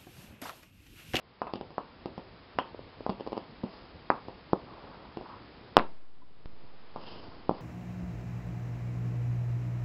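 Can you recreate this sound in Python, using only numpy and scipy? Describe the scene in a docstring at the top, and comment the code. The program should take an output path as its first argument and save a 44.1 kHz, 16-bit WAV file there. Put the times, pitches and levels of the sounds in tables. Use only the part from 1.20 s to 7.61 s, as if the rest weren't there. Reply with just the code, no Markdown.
"""Hockey practice in a small room: impacts are short force pulses that excite decaying modes and echoes.
The room noise first swells as the gain recovers; stick clacks and thuds follow, a puck hops in and falls over.
It rocks flat in quickening double knocks, then thuds, clacks and slides (filtered noise) lead to one hard shot.
The shot overloads the recorder: the gain sinks, a faint ping (one decaying sine) sounds, the room noise starts
to swell in again, a small pop is heard, and after another clack and more slides the next puck is stopped."""
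import sys
import numpy as np
from scipy import signal
from scipy.fft import rfft, irfft, next_fast_len
from scipy.io import wavfile

SR = 44100
rng = np.random.default_rng(int(sys.argv[2]) if len(sys.argv) > 2 else 0)


def transcribe(signal):
    """Save signal, clipped to [-1, 1], as a 16-bit WAV file at the path in sys.argv[1]."""
    frames = np.atleast_2d(signal).T
    limited = np.clip(frames, -1, 1)
    pcm = np.round(limited * 32767).astype(np.int16)
    wavfile.write(sys.argv[1], SR, pcm)


N = 282681
TIME = np.arange(N) / SR
RING = TIME[:SR // 2]  # time axis of one blow, half a second

# Clacks that ring the stick's blade; the row with by far the highest peak is the shot, right by the microphone,
# and the blade's clatter follows it. Each row: middle of the contact in seconds, peak of its push in dB,
# time from middle to peak in ms, then grit, blade ring and room response in dB relative to the clack.
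STICK_CLACKS = [(0.2185, -13, 0.23, -20.5, -2, 1.5), (0.2697, -31, 0.2, -15, 13, 15),
                (0.582, -15, 0.24, -22, -4.5, -1), (1.3878, -11.5, 0.19, -11, -0.5, -0.5),
                (1.8652, -17.5, 0.28, -19.5, -8, -4.5), (2.903, -5, 0.2, -25, -40, -2),
                (4.5688, 15, 0.16, -42.5, -23, -21), (4.5793, -10, 0.32, -21.5, -11.5, 1.5),
                (4.5891, -22, .16, 1, -7.5, 0.5), (4.596, -15, 0.16, -22, -12, -1),
                (5.7615, -22, 0.28, -18, -18, 3)]
# Puck or blade landing flat on the sheet: stick work further off, the puck falling over, the blade pushing it off
# and coming down, a new puck laid out, and the next puck stopped. Each row: middle of the contact in seconds,
# peak of its push in dB, grit and sheet ring in dB relative to the thud, frequency the spot favours in Hz.
FLAT_THUDS = [ (0.3375, -16.5, -9, 3.5, 354), (0.3577, -26.5, -2, 12, 340), (.412, -21.5, -10.5, 4, 324),
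              (0.5061, -37, -10, 4, 320), (0.8588, -21.5, -12, 9.5, 345), (0.9797, -25.5, -11, 9.5, 198),
              (1.895, -17, -17, 13, 190), (1.8998, -22.5, -5, -18, 200), (2.4358, -29, -16, -6, 230),
              (2.439, -27, -15, 22.5, 235), (3.085, -27.5, -19, -2, 355), (3.3332, -7.5, -28.5, 7.5, 360),
              (3.9724, -25, -12.5, 9.5, 350), (4.0122, -29.5, -16, -14, 400), (6.2946, -8.5, -25.5, 5, 330),
              (6.3121, -21, -21, 8.5, 137)]
# The puck hopping in on its edge. Each row: middle of the contact in seconds, peak of its push in dB
# before the rim's bass loss.
PUCK_HOPS = [(1.547, -32.5), (1.593, -32.5), (1.8074, -31)]
# Slides over the sheet. Each row: start in seconds, length in seconds, rumble and hiss in dB (rms at full speed,
# before the roughness), hiss centre in Hz.
SHEET_SLIDES = [(2.466, 0.27, -54, -61, 4670), (3.36, 0.73, -51.5, -56.5, 960),
                (4.025, 0.24, -59, -48.5, 990), (4.538, 0.11, -54, -75, 3020),
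                (5.789, 0.32, -85, -52, 3070), (5.72, 0.59, -48, -59.5, 4570), (6.301, 0.2, -49, -63, 4500)]
# Modes of the blade. Each row: mean frequency in Hz, relative level in dB, 60 dB decay time in seconds.
BLADE_MODES = [(762, -5, 0.047), (910, -25, 0.52), (1032, -10, .08), (1202, -22.5, 0.09), (2620, -11, 0.15),
               (2870, 6, .04)]
# Modes of the sheet on the floor. Each row: mean frequency in Hz, relative level in dB before the weighting by
# the struck spot, 60 dB decay time in seconds.
SHEET_MODES = [(135, -12.5, 0.1), (196, -10, 0.14), (235, -8.5, 0.071), (355, -12, 0.07),
               (427, -7.5, 0.033), (537, -4, 0.028)]
# A faint ping after the shot. Its values: start in seconds, level in dB, mean frequency in Hz,
# 60 dB decay time in seconds.
FAINT_PING = (5.018, -32.5, 997, 0.05)
# Early echoes from things close by. Each row: mean delay in ms, gain relative to the room response.
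NEAR_ECHOES = [(1.0, 0.19), (3.9, 0.082), (4.9, 0.085), (7.4, 0.089)]
# Spectrum of the room's scatter and tail. Each row: frequency in Hz, relative density in dB.
ROOM_SPECTRUM = [(60, -10), (140, 2.5), (200, 6.5), (450, 0.5), (700, -1.5), (1050, 3.5), (1450, -3),
                 (2100, -4.5), (2700, 7), (3400, 1.5), (5500, -5)]
# Spectrum of crushed dirt and fine friction. Each row: frequency in Hz, relative density in dB.
GRIT_SPECTRUM = [(300, -11.5), (1200, 8.5), (2200, -8), (2900, 1), (3800, -5.5), (5000, 1.5), (6000, -14)]
# Spectrum of the rumble under a slide. Each row: frequency in Hz, relative density in dB.
RUB_SPECTRUM = [(60, -4), (250, 2.5), (600, 4), (1100, 1.5), (1600, -10.5), (2400, -21), (5500, -25.5)]
# Spectrum of the steady background. Each row: frequency in Hz, relative density in dB.
AMBIENCE_SPECTRUM = [(15, -41), (25, -9), (33, -1.5), (70, -0.5), (144, -2), (317, -4), (372, -5),
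                     (545, -7), (596, -8.5), (652, -8.5), (1120, -10.5), (1500, -14.5), (4310, -20.5),
                     (5050, -19.5), (5400, -29), (7020, -60.5), (11900, -120)]

LEAD_S = 0.004  # a contact starts to build up this long before its middle
MIDDLING_DB = -20  # a blow of middling strength, the reference for the thuds
# A middling thud: its width shrinks with force by a power law; its room level lags, as louder thuds are nearer.
THUD_WIDTH_MS, THUD_STIFFENING, THUD_ROOM_DB, THUD_ROOM_LAG = 0.32, 0.05, -1.5, 0.39
# The puck's rim gives one dead knock and radiates little bass.
RIM_HZ, RIM_T60_S, RIM_LOW_HZ = 487, 0.0058, 254
HOP_WIDTH_MS, HOP_GRIT_DB, HOP_RING_DB, HOP_ROOM_DB = 0.32, -24, -23, -6
# The wobble: first landing and first gap in seconds, ratio of successive gaps, first peak and its rise per rock.
WOBBLE_S, WOBBLE_GAP_S, WOBBLE_SHRINK = 2.0085, 0.0662, 0.846
WOBBLE_DB, WOBBLE_GROWTH_DB = -24.5, 1.5
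TOUCH_AHEAD_S, TOUCH_DB = 0.009, -6  # in each rock the rim touches lightly just before it lands
ROCK_WIDTH_MS, ROCK_GRIT_DB, ROCK_RING_DB, ROCK_ROOM_DB = 0.32, -13.5, -25.5, -1
SLIDE_RISE = 0.26  # share of a slide's length spent gathering speed
ROOM_T60_S, ROOM_TREBLE_T60_S = 0.3, 0.26
AMBIENCE_DB = -52  # rms before the low part wavers
# Gain after an overload (threshold in full scale): it sinks, stays down, then creeps back.
OVERLOAD, HOLD_S = 0.85, 0.6892
DUCK_DB, DUCK_ATTACK_S, DUCK_STAY_S, DUCK_RELEASE_S = -11.5, 0.27, 0.52, 0.45
BAND_HZ, TOP_HZ = 5430, 16000  # edges of the two low-passes


def clacks():
    """Modal excitation: a short contact on the stick's blade sets its modes ringing."""
    out = np.zeros(N)
    for s, db, width_ms, grit_db, blade_db, room_db in STICK_CLACKS:
        response = undb(blade_db) * ring(BLADE_MODES, db=-34.5) + undb(room_db) * room()
        contact = push(width_ms) + undb(grit_db) * grit()
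        add(out, undb(db) * blow(contact, response), s - LEAD_S)
    return out


def thuds(octave_db=12):
    """Selective excitation: a flat landing rings mostly the sheet modes that the struck spot favours."""
    out = np.zeros(N)
    for s, db, grit_db, sheet_db, spot_hz in FLAT_THUDS:
        force_db = db - MIDDLING_DB
        width_ms = THUD_WIDTH_MS * undb(-THUD_STIFFENING * force_db)
        room_db = THUD_ROOM_DB - THUD_ROOM_LAG * force_db
        # a mode weakens with its distance in octaves from the favoured frequency
        modes = [(hz, d - octave_db * abs(np.log2(hz / spot_hz)), t60) for hz, d, t60 in SHEET_MODES]
        response = undb(sheet_db) * ring(modes, db=-40) + undb(room_db) * room()
        contact = push(width_ms) + undb(grit_db) * grit()
        add(out, undb(db) * blow(contact, response), s - LEAD_S)
    return out


def blow(contact, response):
    """Linear superposition: the direct sound of a contact plus its convolution with all that it sets ringing."""
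    return contact + signal.fftconvolve(contact, response)[:len(RING)]


def push(width_ms):
    """A contact radiates the slope of its force pulse; a longer contact sounds duller."""
    u = (RING - LEAD_S) / (width_ms / 1000)
    return -u * np.exp((1 - u ** 2) / 2)  # peak of 1


def grit(rise_s=0.0009, t60=0.013, db=-8, edge_ms=0.06, edge_db=-2, ahead_ms=0.35):
    """Brief contacts are bright: the hard edge ticks as it first touches, then crushes dirt in a short crackle."""
    since = RING - LEAD_S
    shape = np.exp(np.minimum(since / rise_s, -np.log(1000) * since / t60))
    crackle = shape * noise(GRIT_SPECTRUM, len(RING))
    tick = np.interp(RING + ahead_ms / 1000, RING, push(edge_ms))  # slightly ahead of the push
    return undb(edge_db) * tick + undb(db) * crackle


def ring(modes, db, scatter=0.0042):
    """Modal superposition: a struck body answers in decaying sines that shift a little from blow to blow."""
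    out = np.zeros(len(RING))
    for hz, mode_db, t60 in modes:
        shifted_hz = hz * (1 + scatter * rng.standard_normal())
        out += undb(mode_db) * fade(t60) * np.sin(2 * np.pi * shifted_hz * RING)
    return undb(db) * out


def puck(count=4):
    """A settling disc: the puck hops in on its edge, then rocks flat in ever sooner and harder double knocks."""
    out = np.zeros(N)
    for s, db in PUCK_HOPS:
        knock = rim_knock(HOP_WIDTH_MS, HOP_GRIT_DB, HOP_RING_DB, HOP_ROOM_DB)
        add(out, undb(db) * knock, s - LEAD_S)
    lands = WOBBLE_S
    for k in range(count):
        landing_db = WOBBLE_DB + k * WOBBLE_GROWTH_DB
        touch = (lands - TOUCH_AHEAD_S, landing_db + TOUCH_DB)
        for s, db in (touch, (lands, landing_db)):
            knock = rim_knock(ROCK_WIDTH_MS, ROCK_GRIT_DB, ROCK_RING_DB, ROCK_ROOM_DB)
            add(out, undb(db) * knock, s - LEAD_S)
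        lands += WOBBLE_GAP_S * WOBBLE_SHRINK ** k
    return out


def rim_knock(width_ms, grit_db, ring_db, room_db):
    """A small radiator loses bass: the rim's push is high-passed and excites one heavily damped mode."""
    contact = butter(push(width_ms), RIM_LOW_HZ, "high", order=1) + undb(grit_db) * grit()
    knock = ring([(RIM_HZ, 0, RIM_T60_S)], ring_db, scatter=0.091)
    return blow(contact, knock + undb(room_db) * room())


def slides(rough_db=2, hiss_q=3):
    """Friction noise follows speed: puck or blade on plastic gives uneven rumble and a band of fine hiss."""
    out = np.zeros(N)
    rumble = noise(RUB_SPECTRUM, N)
    fine = noise(GRIT_SPECTRUM, N)
    for start, length, rumble_db, hiss_db, hiss_hz in SHEET_SLIDES:
        # it gathers speed, then coasts to rest
        speed = np.interp((TIME - start) / length, [0, SLIDE_RISE, 1], [0, 1, 0])
        hiss = signal.lfilter(*signal.iirpeak(hiss_hz, hiss_q, fs=SR), fine)
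        hiss /= hiss.std()
        out += speed ** 0.98 * (undb(rumble_db) * rumble + undb(hiss_db) * hiss)
    return out * undb(rough_db * walk(130))


def ping(swell_s=0.0058):
    """A single damped resonance with a soft onset: something small rings faintly."""
    s, db, hz, t60 = FAINT_PING
    out = np.zeros(N)
    add(out, ring([(hz, 0, t60)], db) * (1 - np.exp(-RING / swell_s)), s)
    return out


def room(early_db=-36, early_t60=0.13, late_db=-41, build_s=0.0048, split_hz=1800, spread=0.032):
    """Reverberation: a few near echoes, a quick scatter off floor and furniture, then a short tail."""
    early = noise(ROOM_SPECTRUM, len(RING)) * fade(early_t60)
    late = noise(ROOM_SPECTRUM, len(RING))
    low = butter(late, split_hz, "low", order=1)
    tail = low * fade(ROOM_T60_S) + (late - low) * fade(ROOM_TREBLE_T60_S)
    build_up = 1 - np.exp(-(RING / build_s) ** 2)
    out = build_up * (undb(early_db) * early + undb(late_db) * tail)
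    for delay_ms, gain in NEAR_ECHOES:
        shifted_ms = abs(delay_ms * (1 + spread * rng.standard_normal()))
        out[int(shifted_ms * SR / 1000)] += gain
    return out


def ambience(waver_db=-3.0, split_hz=700):
    """Stationary noise with a modulated low band: room rumble that wavers a little, under smooth hiss."""
    air = noise(AMBIENCE_SPECTRUM, N)
    low = butter(air, split_hz, "low")
    waver = undb(waver_db * walk(36))
    return undb(AMBIENCE_DB) * (air + low * (waver - 1))


def undb(db):
    """The decibel is logarithmic: 20 dB is a tenfold amplitude gain."""
    return 10 ** (np.asarray(db) / 20)


def noise(colour, size):
    """Spectral shaping: white noise weighted by (Hz, dB) points and scaled to rms 1."""
    hz, db = np.transpose(colour)
    padded = next_fast_len(size)
    bins = np.maximum(np.fft.rfftfreq(padded, 1 / SR), 1)
    gain = undb(np.interp(np.log(bins), np.log(hz), db))
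    y = irfft(rfft(rng.standard_normal(padded)) * gain, padded)[:size]
    return y / y.std()


def butter(x, hz, kind, order=2):
    """Maximally flat filtering: a Butterworth low-pass or high-pass."""
    return signal.sosfilt(signal.butter(order, hz, kind, fs=SR, output="sos"), x)


def fade(t60):
    """Exponential damping: the amplitude falls by 60 dB in t60 seconds."""
    return np.exp(-np.log(1000) * RING / t60)


def walk(rate):
    """Slow random modulation: random knots, rate of them per second, joined by straight lines."""
    knots = np.arange(0, TIME[-1] + 1, 1 / rate)
    return np.interp(TIME, knots, rng.standard_normal(len(knots)))


def add(out, x, start_s):
    """Superposition: mix x into out from a given time on."""
    i = int(round(start_s * SR))
    out[i:i + len(x)] += x[:len(out) - i]


def scene():
    """Pressures add: knocks, the shot, the settling puck and slides over the quiet room, in mono."""
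    return (clacks() + thuds() + puck() + slides() + ping() + ambience())[None]


def gain_control(x, pop_db=-32.0, settle_hz=0.29, sink_s=0.012):
    """Automatic gain: an overload ducks it; the stage's bias shifts while it holds and pops when it lets go."""
    # time of the latest overload; it starts out still recovering
    last = np.maximum.accumulate(np.where(abs(x) > OVERLOAD, TIME, -HOLD_S))
    age = TIME - last
    held = age < HOLD_S
    bias = butter(-(held * np.minimum(age / sink_s, 1)), settle_hz, "high", order=1)
    sink = np.minimum(age / DUCK_ATTACK_S, 1)
    release = np.exp(-np.maximum(age - DUCK_STAY_S, 0) / DUCK_RELEASE_S)
    return x * undb(DUCK_DB * sink * release) + undb(pop_db) * bias


def record(dry):
    """Saturation and band limiting: a narrow-band microphone with gain control; the hardest crack clips."""
    x = np.clip(gain_control(dry[0]), -0.95, 0.95)
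    x = signal.sosfiltfilt(signal.butter(16, BAND_HZ, fs=SR, output="sos"), x)
    top = signal.ellip(8, 0.1, 70, TOP_HZ, fs=SR, output="sos")
    return signal.sosfilt(top, np.clip(x, -1, 1))[None]


dry = scene()
out = record(dry)
transcribe(out)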